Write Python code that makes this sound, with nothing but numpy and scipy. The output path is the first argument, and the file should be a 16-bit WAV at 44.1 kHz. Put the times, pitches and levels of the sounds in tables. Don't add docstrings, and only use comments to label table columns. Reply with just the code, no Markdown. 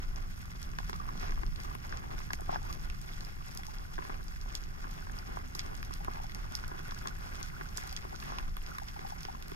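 import sys
import numpy as np
from scipy import signal
from scipy.fft import rfft, irfft, next_fast_len
from scipy.io import wavfile
from scipy.ndimage import uniform_filter1d

SR = 44100
rng = np.random.default_rng(int(sys.argv[2]) if len(sys.argv) > 2 else 0)


def file_out(sig):
    cols = np.atleast_2d(sig).T
    lim = np.clip(cols, -1, 1)
    pcm = np.round(lim * 32767).astype(np.int16)
    wavfile.write(sys.argv[1], SR, pcm)


N = 421155

# start in seconds, peak in dB, centre in Hz, treble in dB relative to the peak.
SNAPS = [(0.1599, -33.5, 5080.0, -11), (0.4564, -48, 5790.0, 5), (0.6171, -41, 4210.0, 0),
         (0.6284, -32, 5740, -9), (0.716, -40.5, 6000, -8), (0.7863, -31, 3620, -12),
         (0.897, -33, 3900, -2), (0.9315, -35, 4030.0, -23.5), (0.9612, -37.5, 5400.0, -5),
         (1.1759, -38.5, 4470.0, -14.0), (1.1978, -34.5, 5100, -14), (1.214, -45, 6000, -2),
         (1.3077, -37, 5680.0, -18.0), (1.4641, -39, 4430.0, -14), (1.5601, -36.5, 4320.0, -7),
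         (1.6012, -33.5, 3100, -18.5), (1.6355, -43, 5530.0, 1), (1.7509, -35, 2850, -3.5),
         (1.9244, -39, 4530.0, -10.5), (1.9721, -35, 4440.0, -23), (2.1897, -38, 5300.0, -20),
         (2.3324, -25, 5500.0, -4), (2.408, -43, 6000, 6.5), (2.5183, -45, 5100, -13),
         (2.53, -45, 2800, -20), (2.545, -33, 2700, -25), (2.6298, -40, 7070.0, -2),
         (2.7274, -30.5, 4640, -3), (2.7366, -41, 6350.0, -7), (2.8145, -46, 5810.0, -17.5),
         (2.9, -30.5, 3400, -14), (3.015, -39, 6000, 0), (3.061, -47.5, 6000, 5),
         (3.2075, -34.5, 4400, -16), (3.2489, -39, 5710.0, 0), (3.5498, -39.5, 7010.0, 0),
         (3.5742, -30.5, 6580.0, 1), (3.634, -35.5, 3000, -15), (3.667, -35.5, 6000, -9),
         (3.7846, -39, 4730, -14), (3.8563, -54, 5640.0, -9.5), (4.142, -40, 2700, -14),
         (4.240, -46.5, 6000, 5), (4.2824, -37, 6280.0, -16.0), (4.413, -37.5, 5500.0, -15.5),
         (4.5518, -23.5, 6000, -8), (4.562, -46, 5090.0, -14.0), (4.6376, -37, 5700.0, -21.0),
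         (4.9113, -39.5, 5770.0, -2), (5.114, -50, 6000, 7), (5.1679, -45, 6000.0, -16.0),
         (5.1883, -36, 5630.0, -3), (5.5506, -27.5, 5800, -3.5), (5.590, -40, 7000, 0),
         (5.5931, -21, 4300, -18), (5.6019, -35, 3300.0, -12), (5.6622, -40, 6530.0, -15),
         (5.752, -39, 5000, -3), (5.8284, -30.5, 2700.0, -10), (5.8491, -35.5, 5240.0, -2),
         (5.8839, -51, 3630.0, -13.5), (5.9379, -33, 5140, 1), (6.0463, -33, 2830, -6),
         (6.1358, -36, 4440, -13), (6.2351, -42, 4870.0, -16.0), (6.267, -44, 5600, -8),
         (6.2957, -32, 2860, -13), (6.3187, -36.5, 3300.0, -17.0), (6.3477, -31.5, 4640.0, -2),
         (6.5222, -36.5, 4560.0, -3), (6.5523, -23, 6430, -7.5), (6.5602, -41, 5080.0, 2),
         (6.62, -59, 6000, -4), (6.6458, -42, 2860.0, -19.5), (6.68, -36.5, 6200, -1),
         (6.8515, -39, 3360.0, -9), (6.9097, -33.5, 4360.0, -16.0), (6.9469, -36, 5720.0, -8.0),
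         (6.9891, -38, 5490.0, -15.0), (7.073, -27.5, 5350, -13), (7.0835, -33.5, 4600.0, -4),
         (7.4289, -29.5, 5450, -9), (7.440, -50, 6000, 0), (7.6108, -34, 2430.0, -23),
         (7.6883, -37, 5540.0, -14.0), (7.773, -22, 7200, -4), (7.7805, -36, 2950.0, -13.5),
         (7.874, -38, 6000, -1), (7.8936, -36, 5210.0, -18.0), (7.9026, -39, 3410.0, -6),
         (7.927, -36, 4750.0, 0), (7.9644, -26, 5230, -17), (7.9734, -31, 3430, -14.0),
         (8.0248, -37, 3020.0, -19.5), (8.1429, -53, 3600.0, -17.0), (8.1541, -44, 4570.0, -16.5),
         (8.1606, -35.5, 4470.0, -18), (8.2013, -35.5, 5620.0, -10.0), (8.2245, -35, 3220, -17),
         (8.3849, -29, 3370, -10), (8.5678, -35.5, 3200, 0), (8.6638, -38, 5190.0, -13),
         (8.7839, -33, 3540.0, -4), (8.834, -41, 5340.0, -11), (8.8851, -32, 4200.0, -21),
         (8.9916, -36.5, 2840, -17.0), (9.1044, -38, 4280, -17), (9.2075, -35, 5550.0, -8),
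         (9.2317, -33, 4930.0, -8), (9.2512, -34, 3340, -17), (9.355, -45, 2920, -13.5),
         (9.4246, -38, 3860.0, -6), (9.482, -43, 5930, 2), (9.5176, -38, 2570, -9)]
FAINT_SNAPS = [(-53, 5000, -22), (-48.5, 6300, 0)]

def snaps(octaves=0.55, rattle_t60=0.0082, rock_t60=0.19, treble_hz=10500):
    s, peak_db, hz, bright_db = with_faint(SNAPS, FAINT_SNAPS, count=20)
    draws = rng.random((len(s), 36))
    uneven_db = 2.5 * rng.standard_normal((len(s), len(MODES)))
    treble = MODE_HZ > 8000
    body_db = to_peak(peak_db, colour_db(hz, octaves) + uneven_db - 100 * treble)
    top_db = to_peak(peak_db + bright_db, colour_db(treble_hz, 0.15) + uneven_db - 100 * ~treble)
    rattle_s = 0.0029 * draws[:, :6] * (np.arange(6) > 0)
    echo_s = 0.027 * draws[:, 6:]
    fade_db = np.hstack([-2.5 - 60 * rattle_s / rattle_t60, -18 - 60 * echo_s / rock_t60])
    return burst(s, np.maximum(body_db, top_db), np.hstack([rattle_s, echo_s]), fade_db)

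# time in seconds, peak in dB, centre in Hz, then the relative levels
# in dB of the low thud, the hollow ring and the bright edge.
KNOCKS = [(0.7868, -26.5, 1000, -20, 2, -6), (0.8022, -36, 780.0, -14, -16, -13.5),
          (0.8952, -27.5, 1050, -5.5, -2, -4), (0.9061, -41, 1160.0, -11, -8, -3.5),
          (0.9303, -28, 1050, -8, -10, -4), (0.9399, -33, 1160.0, -25, -18.0, 2),
          (1.016, -42, 1100, -19, 1, -10), (1.1545, -36, 990, 3, -11, -11), (1.2292, -31, 1030, -7, -14, 3),
          (1.2395, -33, 780.0, -22, -17, -12), (1.2769, -42, 1040.0, -17, -16.0, -14.0),
          (1.2946, -30.5, 1040.0, -4, -6, 6), (1.3215, -31, 1040.0, -16, -6, -1),
          (1.4338, -29.5, 1030, -3, -5, -1), (1.7515, -34.0, 1040.0, 1, -13, -13),
          (1.9255, -30.5, 1160, -21, -3, -12), (1.9389, -38, 1040.0, -4.5, -13, -17.0),
          (2.2038, -34, 1160.0, -19.0, -9, -6), (2.3048, -28.5, 910, -19, -1.5, -2),
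          (2.3341, -22, 910, -3.5, 1.5, 14), (2.4934, -20.5, 774, -15, -13, -16),
          (2.5039, -32.5, 1040.0, -6, -13.0, -12), (2.5277, -38, 780.0, 0, -15.0, -7.0),
          (2.5426, -35, 780.0, -14, -15, -6.0), (2.559, -22, 830, -20, -4, -22),
          (3.8513, -55, 1300.0, -17.5, 2, -13.0), (3.981, -29.5, 900.0, -10, 1, -14),
          (3.9885, -28, 1040, -5.5, -13, -4), (4.006, -39, 1100, -4, -2, -8),
          (4.0234, -31.5, 910, -10, -7, 5), (4.051, -37, 1160, -14, -8, -12),
          (4.0959, -30, 900.0, -2, -10, -3), (4.101, -31.5, 1100, -6, -6, -6),
          (4.111, -42, 1160, -13, -8, 2), (4.1224, -36, 1040.0, -17.0, -16.5, 5),
          (4.8425, -34, 1300.0, -29.0, -13, -16.0), (4.8977, -40, 1300.0, -21.5, -11.5, -18.5),
          (5.0695, -34.5, 1050, -18, -1, -2), (5.0968, -36, 1040.0, -7, 4, -8),
          (5.2895, -41, 1160.0, -1, -14.0, -10.5), (5.360, -37, 780, -14, -18, -20),
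          (5.3713, -27.5, 885, -18, -7, -15), (5.393, -41, 1160, -4, -4, -6),
          (5.5527, -33.5, 1040.0, -1.5, -11, -3), (5.5934, -40, 1300, -10, 2, 13),
          (6.048, -36, 1300.0, -3, -11, -3), (6.0695, -51, 1160.0, -12.5, -17.5, -15.5),
          (6.0756, -37.5, 1040.0, -10, -14, -22.0), (6.0809, -28, 1000, -10, -18, -24),
          (6.0831, -27, 930, -7, -25, -22), (6.1033, -51, 1300.0, -22.5, -5, -14.0),
          (6.6391, -35.0, 1300.0, -15, -14, -4), (6.7156, -34, 900.0, 0, -14, -15.5),
          (6.9201, -32.5, 1300.0, -15, -13, -14), (7.0573, -29, 1200, -8, -7, -17),
          (7.0706, -32, 1160.0, -19.0, -6, -21.5), (7.413, -34, 1160.0, -6, -4, 6),
          (7.6114, -33, 1300, -4, 1, -7), (7.7813, -30, 1160.0, -14, -1.5, -7),
          (8.0499, -34, 1160.0, -6, -21.5, -8), (8.2271, -34, 1300.0, -12, -6, -7),
          (8.3012, -34, 784, -12, -14, -16), (8.3219, -32.5, 1040.0, -20, -12, -14),
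          (8.3851, -30, 900.0, -26.0, -20, -5.0), (8.5686, -35, 1160.0, -7, -2, -10),
          (8.7842, -30.5, 1160.0, -13, -11, -4), (8.7989, -38, 1300.0, -17, -3, -12.5),
          (8.9923, -37, 1160.0, -2, -3, -2), (9.1052, -38, 1160.0, -14, -14, -8.0),
          (9.2517, -35, 1160.0, -4, -6, -1), (9.5185, -33, 1150, -2, -5, -6)]
FAINT_KNOCKS = [(-47.5, 990, -9, -16, -14), (-34.5, 1240, -4, 3, -9)]

def knocks(octaves=0.27, early_s=0.00036, rattle_s=0.00804, rattle_t60=0.067):
    s, peak_db, hz, *bands_db = with_faint(KNOCKS, FAINT_KNOCKS, count=30)
    thud_db, hollow_db, edge_db = np.array(bands_db)[:, :, None]
    heard_db = np.select(
        [MODE_HZ < limit_hz for limit_hz in (300, 520, 1350, 1850, 2400)],
        [thud_db - 12, thud_db, np.maximum(colour_db(hz, octaves), -10),
         hollow_db - 14 * (WIDTH_HZ < 200), edge_db],
        default=edge_db - 11 * (1 + np.log2(MODE_HZ / 2400)))
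    uneven_db = 1.26 * rng.standard_normal(heard_db.shape)
    force_db = to_peak(peak_db, heard_db - GAIN_DB - 20 * np.log10(WIDTH_HZ) + uneven_db)
    delay_s = rattle_s * rng.random((len(s), 5)) * (np.arange(5) > 0)
    return burst(s - early_s, force_db, delay_s, -10 * (delay_s > 0) - 60 * delay_s / rattle_t60)

# frequency in Hz, width in Hz, gain in dB, left minus right in dB,
# phase lead of the left in radians, likeness at the two microphones from 0 to 1.
MODES = [(160.5, 31, 7.5, -4.5, -0.2, 0), (233.5, 85, 5, 0, 2, 0), (372, 130, 3, -1, 2.5, 0.84),
         (577, 660, -6.5, 1, 3, 0.74), (791, 280, -1, 3, 3.5, 0.85), (1050, 177, -1.5, -0.5, 3.5, 0.94),
         (1174, 323, 0.5, -1, 3.5, 0.88), (1445, 155, -6, -4, 1, 0.77), (1637, 343, -7, -0.5, 2, 0.79),
         (2010, 660, -5, 0, 3.5, 0.9), (2677, 1010, -15.5, -3, 1.6, 0.72), (3385, 465, -14.5, 1, 2, 0.9),
         (3880, 940, -20.5, -5, 3, 0.65), (4430, 850, -18, 4, 3.5, 0.89), (5164, 980, -12, -4, 2, 0.98),
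         (6080, 600, -15, -2.5, 2.0, 1), (6870, 1750, -20, -1.5, 2.5, 0.08),
         (9780, 6200, -27, 4, -0.5, 0.45), (11630, 2430, -23, 1, 0.76, 0.64),
         (13500, 5900, -29.5, -3.5, -0.5, 0.6)]
MODE_HZ, WIDTH_HZ, GAIN_DB, PAN_DB, LEAD_RAD, _ = np.transpose(MODES)

def housing(blows):
    s, force_db = map(np.concatenate, zip(*blows))
    at = np.clip(np.round(s * SR).astype(int), 0, N - 1)
    shared, *own = rng.standard_normal((len(s), len(MODES), 3)).T
    hiss = rng.standard_normal((3, N)) * amp(18 + curve(COLONY, np.arange(N) / SR))
    hiss_share = amp(colour_db(hz=10000, octaves=2.18)[0])
    out = np.zeros((2, N))
    for k, (hz, width, gain_db, pan_db, lead, likeness) in enumerate(MODES):
        radius = np.exp(-np.pi * width / SR)
        poles = np.poly([radius * np.exp(2j * np.pi * hz / SR)] * 2)
        feedback = np.convolve(poles, poles.conj()).real
        alike, apart = np.sqrt([likeness, 1 - likeness])
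        for mic, side in enumerate([.5, -.5]):
            impulses = amp(force_db[:, k]) * (alike * np.sign(shared[k]) + apart * own[mic][k])
            drive = np.bincount(at, impulses, N) + hiss_share[k] * (alike * hiss[2] + apart * hiss[mic])
            gain = 2 * (1 - radius) ** 2 * amp(gain_db + side * pan_db)
            forward = gain * (np.exp(1j * side * lead) * poles.conj()).real
            out[mic] += signal.lfilter(forward, feedback, drive)
    return out

# time in seconds, level in dB, pitch in Hz.
POPS = [(0.828, -43, 1150), (0.954, -36, 1210), (0.999, -31, 1150), (1.089, -30, 1100), (1.649, -39, 1167),
        (1.712, -35, 1160), (1.951, -41, 870), (2.397, -35, 750), (2.493, -25, 780), (2.526, -28, 790),
        (2.536, -29, 890), (2.617, -39, 830), (2.650, -37, 900), (2.701, -33, 1170), (2.846, -50.5, 1450),
        (3.408, -40, 1180), (3.591, -38.5, 790), (3.683, -37, 860), (3.851, -49, 1460), (4.845, -44, 1415),
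        (5.024, -44.5, 1480), (5.228, -46, 1410), (5.300, -58, 1520), (5.313, -55, 1460),
        (5.329, -57, 1460), (5.908, -37, 1230), (6.006, -36, 810), (6.112, -41, 1190), (6.122, -42, 1170),
        (6.17, -35, 855), (6.2, -32.5, 834), (6.241, -34, 810), (6.531, -49, 1460), (6.638, -40, 1460),
        (6.684, -44, 1480), (6.766, -51, 1480), (6.792, -47, 1440), (6.855, -44.5, 1460),
        (6.965, -41.5, 1470), (7.013, -43, 1440), (7.110, -44, 1460), (7.247, -45, 1470),
        (7.355, -48, 1450), (7.382, -48, 1450), (7.441, -44, 1470), (7.538, -45, 1430), (7.563, -40, 1490),
        (7.657, -44, 1476), (7.837, -39, 790), (7.922, -39, 760), (8.127, -35, 800), (8.143, -42.5, 1410),
        (8.715, -39.5, 1430), (8.749, -38, 1260), (8.819, -33, 800), (8.962, -32.5, 830), (9.049, -32, 800),
        (9.07, -51, 795), (9.098, -47, 804), (9.122, -31, 830), (9.18, -51, 825), (9.285, -30.5, 810)]

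def pops(rise_s=0.004, t60=0.024, early_s=0.001296, glide=0.04, gurgle_s=0.0088, detune=0.17):
    starts, levels_db, pitches = with_faint(POPS, [(-46, 0.87), (-43, 1.02)], count=20)
    pitches[len(POPS):] *= rng.choice([807, 1196], len(starts) - len(POPS))
    out, t = np.zeros((2, N + 4000)), np.arange(2000) / SR
    attack = np.sin(np.pi / 2 * np.minimum(t / rise_s, 1)) ** 2
    envelope = attack * amp(-60 * np.maximum(t - rise_s, 0) / t60)
    climb = t * (1 + glide * (t - 2 * rise_s) / t60)
    side = np.array([[.5], [-.5]])
    for s, db, hz in zip(starts, levels_db, pitches):
        lead, pan_db = side * np.interp(hz, MODE_HZ, LEAD_RAD), side * np.interp(hz, MODE_HZ, PAN_DB)
        for weak, (turn, shift, bend) in zip([0, 1, 1], rng.random((3, 3))):
            at = max(round((s - early_s + weak * gurgle_s * (2 * shift - .5)) * SR), 0)
            note_hz = hz * (1 + weak * detune * (2 * bend - 1))
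            note = envelope * np.cos(2 * np.pi * (turn + note_hz * climb) + lead)
            out[:, at:at + len(t)] += note * amp(db - 9 * weak + pan_db)
    return out[:, :N]

# start in seconds, length in seconds, base force in dB, centre in Hz.
RUSTLES = [(0.875, 0.15, -42, 900), (1.171, 0.15, -26, 1600), (1.186, 0.1, -23.5, 5200),
           (1.874, 0.14, -24, 1200), (2.492, 0.078, -21, 1800), (2.509, 0.078, -25, 4800),
           (2.551, 0.21, -34, 1100), (3.97, 0.26, -26, 900), (5.238, 0.17, -27.5, 745),
           (6.05, 0.047, -39, 960), (6.503, 0.07, -28, 3050), (8.234, 0.21, -21.5, 1520)]

def rustles(octaves=1.66, dull_hz=6400, count=300):
    start, length, db, hz = np.repeat(np.transpose(RUSTLES), count, axis=1)
    first, second, size = rng.random((len(start), 3)).T
    size_db = db - 2 * np.log(size + .05)
    force_db = colour_db(hz, octaves) - 10 * (MODE_HZ > dull_hz) + size_db[:, None]
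    return start + length * (first + second) / 2, force_db

# time in seconds, relative level in dB.
COLONY = [(0.0, -62), (1.09, -60.5), (2.28, -61), (3.62, -60), (3.99, -61.5), (5.77, -60.5), (6.33, -61),
          (7.87, -58), (8.59, -61.5), (9.04, -59), (9.55, -61)]

def colony():
    flurry = flurries(depth_db=2.5, per_s=6)
    crackle = scatter(COLONY, flurry, (1970, 14600), gain_db=40.4, octaves=0.32, spread_db=2.25,
                      count=2200, uneven_db=4)
    fizz = scatter(COLONY, flurry, (1800, 6700), gain_db=38.43, octaves=1, spread_db=0.56,
                   count=12000, contacts=1)
    return crackle, fizz

# time in seconds, relative level in dB.
RUBBING = [(0.0, -63.5), (0.74, -65.5), (1.22, -59), (1.7, -64), (2.07, -58), (2.28, -63), (2.63, -59),
           (2.93, -63.5), (4.2, -65), (4.84, -61.5), (7.18, -60.5), (7.39, -61), (7.74, -63), (8.24, -59.5),
           (8.54, -64), (9.55, -63)]

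def rubbing():
    flurry = flurries(depth_db=2.5, per_s=6)
    ticks = scatter(RUBBING, flurry, (700, 2240), gain_db=41, octaves=0.26, spread_db=1.96,
                    count=1200, uneven_db=1)
    grit = scatter(RUBBING, flurry, (250, 2740), gain_db=39.37, octaves=0.76, spread_db=2.28,
                   count=9000, contacts=1)
    return ticks, grit

# time in seconds, base force in dB.
PATTER = [(0, -30), (4.5, -38), (4.72, -17), (5.3, -25), (5.6, -36), (6.2, -17), (6.6, -12.5), (7.6, -16),
          (7.8, -25), (9.55, -16.5)]

def patter():
    flurry = flurries(depth_db=1.5, per_s=7.7)
    return scatter(PATTER, flurry, (1270, 1720), gain_db=0, octaves=0.16, spread_db=1.7, count=900)

# time in seconds, in-phase level in dB.
SURGE = [(0.0, -38.5), (0.211, -34), (0.4, -51), (0.65, -42.5), (1.17, -40.5), (1.41, -31.5), (1.7, -45.5),
         (2.77, -39), (3.48, -45.5), (4.44, -41), (4.79, -42), (5.53, -45.5), (5.83, -41.5), (6.9, -43.5),
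         (8.33, -47.5), (8.46, -33.5), (8.75, -48), (9.55, -47)]
WASH = [(0, -48), (1.3, -47), (2.8, -47.5), (3.4, -51), (4.8, -51), (5.2, -48.5), (7, -49), (8.5, -50),
        (9.55, -52)]
# frequency in Hz, relative density in dB.
IN_PHASE = [(4, -30), (12, -0.5), (17, 5.5), (21, 13.5), (26, 6.5), (32, 6.5), (38, 7), (46, -2.5),
            (113, -16), (164, -15.5), (204, -25), (330, -34), (430, -51), (730, -120)]
ANTIPHASE = [(2.4, -40), (4.0, -23), (16, 13), (54, 2.5), (70, -5), (92, -9), (117, -11.5), (161, -8),
             (197, -17), (228, -9.5), (285, -42), (330, -43), (430, -62), (730, -120)]

def rumble(split_hz=55, steady_s=0.29):
    size = next_fast_len(N)
    hz, t = np.fft.rfftfreq(size, 1 / SR), np.arange(N) / SR
    density_db = [np.interp(np.log(hz + 1), np.log(points_hz + 1), db)
                  for points_hz, db in map(np.transpose, [IN_PHASE, ANTIPHASE])]
    spectra = rfft(rng.standard_normal((2, size))) * amp(density_db) * amp([[0], [-10.5]])
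    deep = 1 / (1 + (hz / split_hz) ** 8)
    out = np.zeros((2, N))
    for levels, band, right_db, opposed_db in [(SURGE, deep, .3, .1), (WASH, 1 - deep, 2.6, 1.5)]:
        common, opposed = irfft(spectra * band, size)[:, :N] * amp([[0], [opposed_db]])
        rms = np.sqrt(uniform_filter1d(common ** 2, round(steady_s * SR)) + 1e-20)
        gain = amp(curve(levels, t)) / rms * amp([[-right_db / 2], [right_db / 2]])
        out += gain * np.array([common + opposed, common - opposed])
    return out

def scatter(levels, flurry, centres_hz, gain_db, octaves, spread_db, count, contacts=3, uneven_db=0):
    draws = rng.random((count, 3 + contacts))
    s = draws[:, 0] * N / SR
    excess_db = spread_db * np.minimum(-np.log(draws[:, 1] + 1e-9), 3)
    size_db = gain_db + curve(levels, s) + curve(flurry, s) + excess_db
    low, high = centres_hz
    force_db = colour_db(low * (high / low) ** draws[:, 2], octaves) + size_db[:, None]
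    force_db += uneven_db * rng.standard_normal(force_db.shape)
    delay_s = .004 * draws[:, 3:] * np.arange(contacts)
    return burst(s, force_db, delay_s, -1200 * delay_s)

def flurries(depth_db, per_s, count=30):
    s, draws = np.arange(0, N / SR + .01, .01), rng.random((count, 2))
    rates_hz = per_s * 2 ** (4 * draws[:, :1] - 2)
    waves = np.sin(2 * np.pi * (rates_hz * s + draws[:, 1:]))
    return np.c_[s, depth_db * np.sqrt(2 / count) * waves.sum(0)]

def with_faint(rows, limits, count):
    low, high = np.array(limits, float)
    draws = rng.random((count, 1 + len(low)))
    faint = np.c_[draws[:, 0] * N / SR, low + (high - low) * draws[:, 1:]]
    return np.vstack([rows, faint]).T

def burst(s, force_db, delay_s, fade_db):
    return (s[:, None] + delay_s).ravel(), (force_db[:, None] + fade_db[..., None]).reshape(-1, len(MODES))

def colour_db(hz, octaves):
    return -3 * (np.log2(MODE_HZ / np.reshape(hz, (-1, 1))) / octaves) ** 2

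def to_peak(peak_db, shape_db):
    peaks = amp(shape_db + GAIN_DB) * 2 * np.pi * WIDTH_HZ / SR / np.e
    return shape_db + (peak_db - 20 * np.log10(np.linalg.norm(peaks, axis=1)))[:, None]

def curve(rows, s):
    return np.interp(s, *np.transpose(rows))

def amp(db):
    return 10 ** (np.asarray(db) / 20)

def scene():
    blows = [snaps(), knocks(), rustles(), *colony(), *rubbing(), patter()]
    return housing(blows) + pops() + rumble()

def record(dry):
    lowpass = signal.firwin(511, 15850, window=("kaiser", 9), fs=SR)
    return signal.oaconvolve(dry, lowpass[None], "same")

dry = scene()
out = record(dry)
file_out(out)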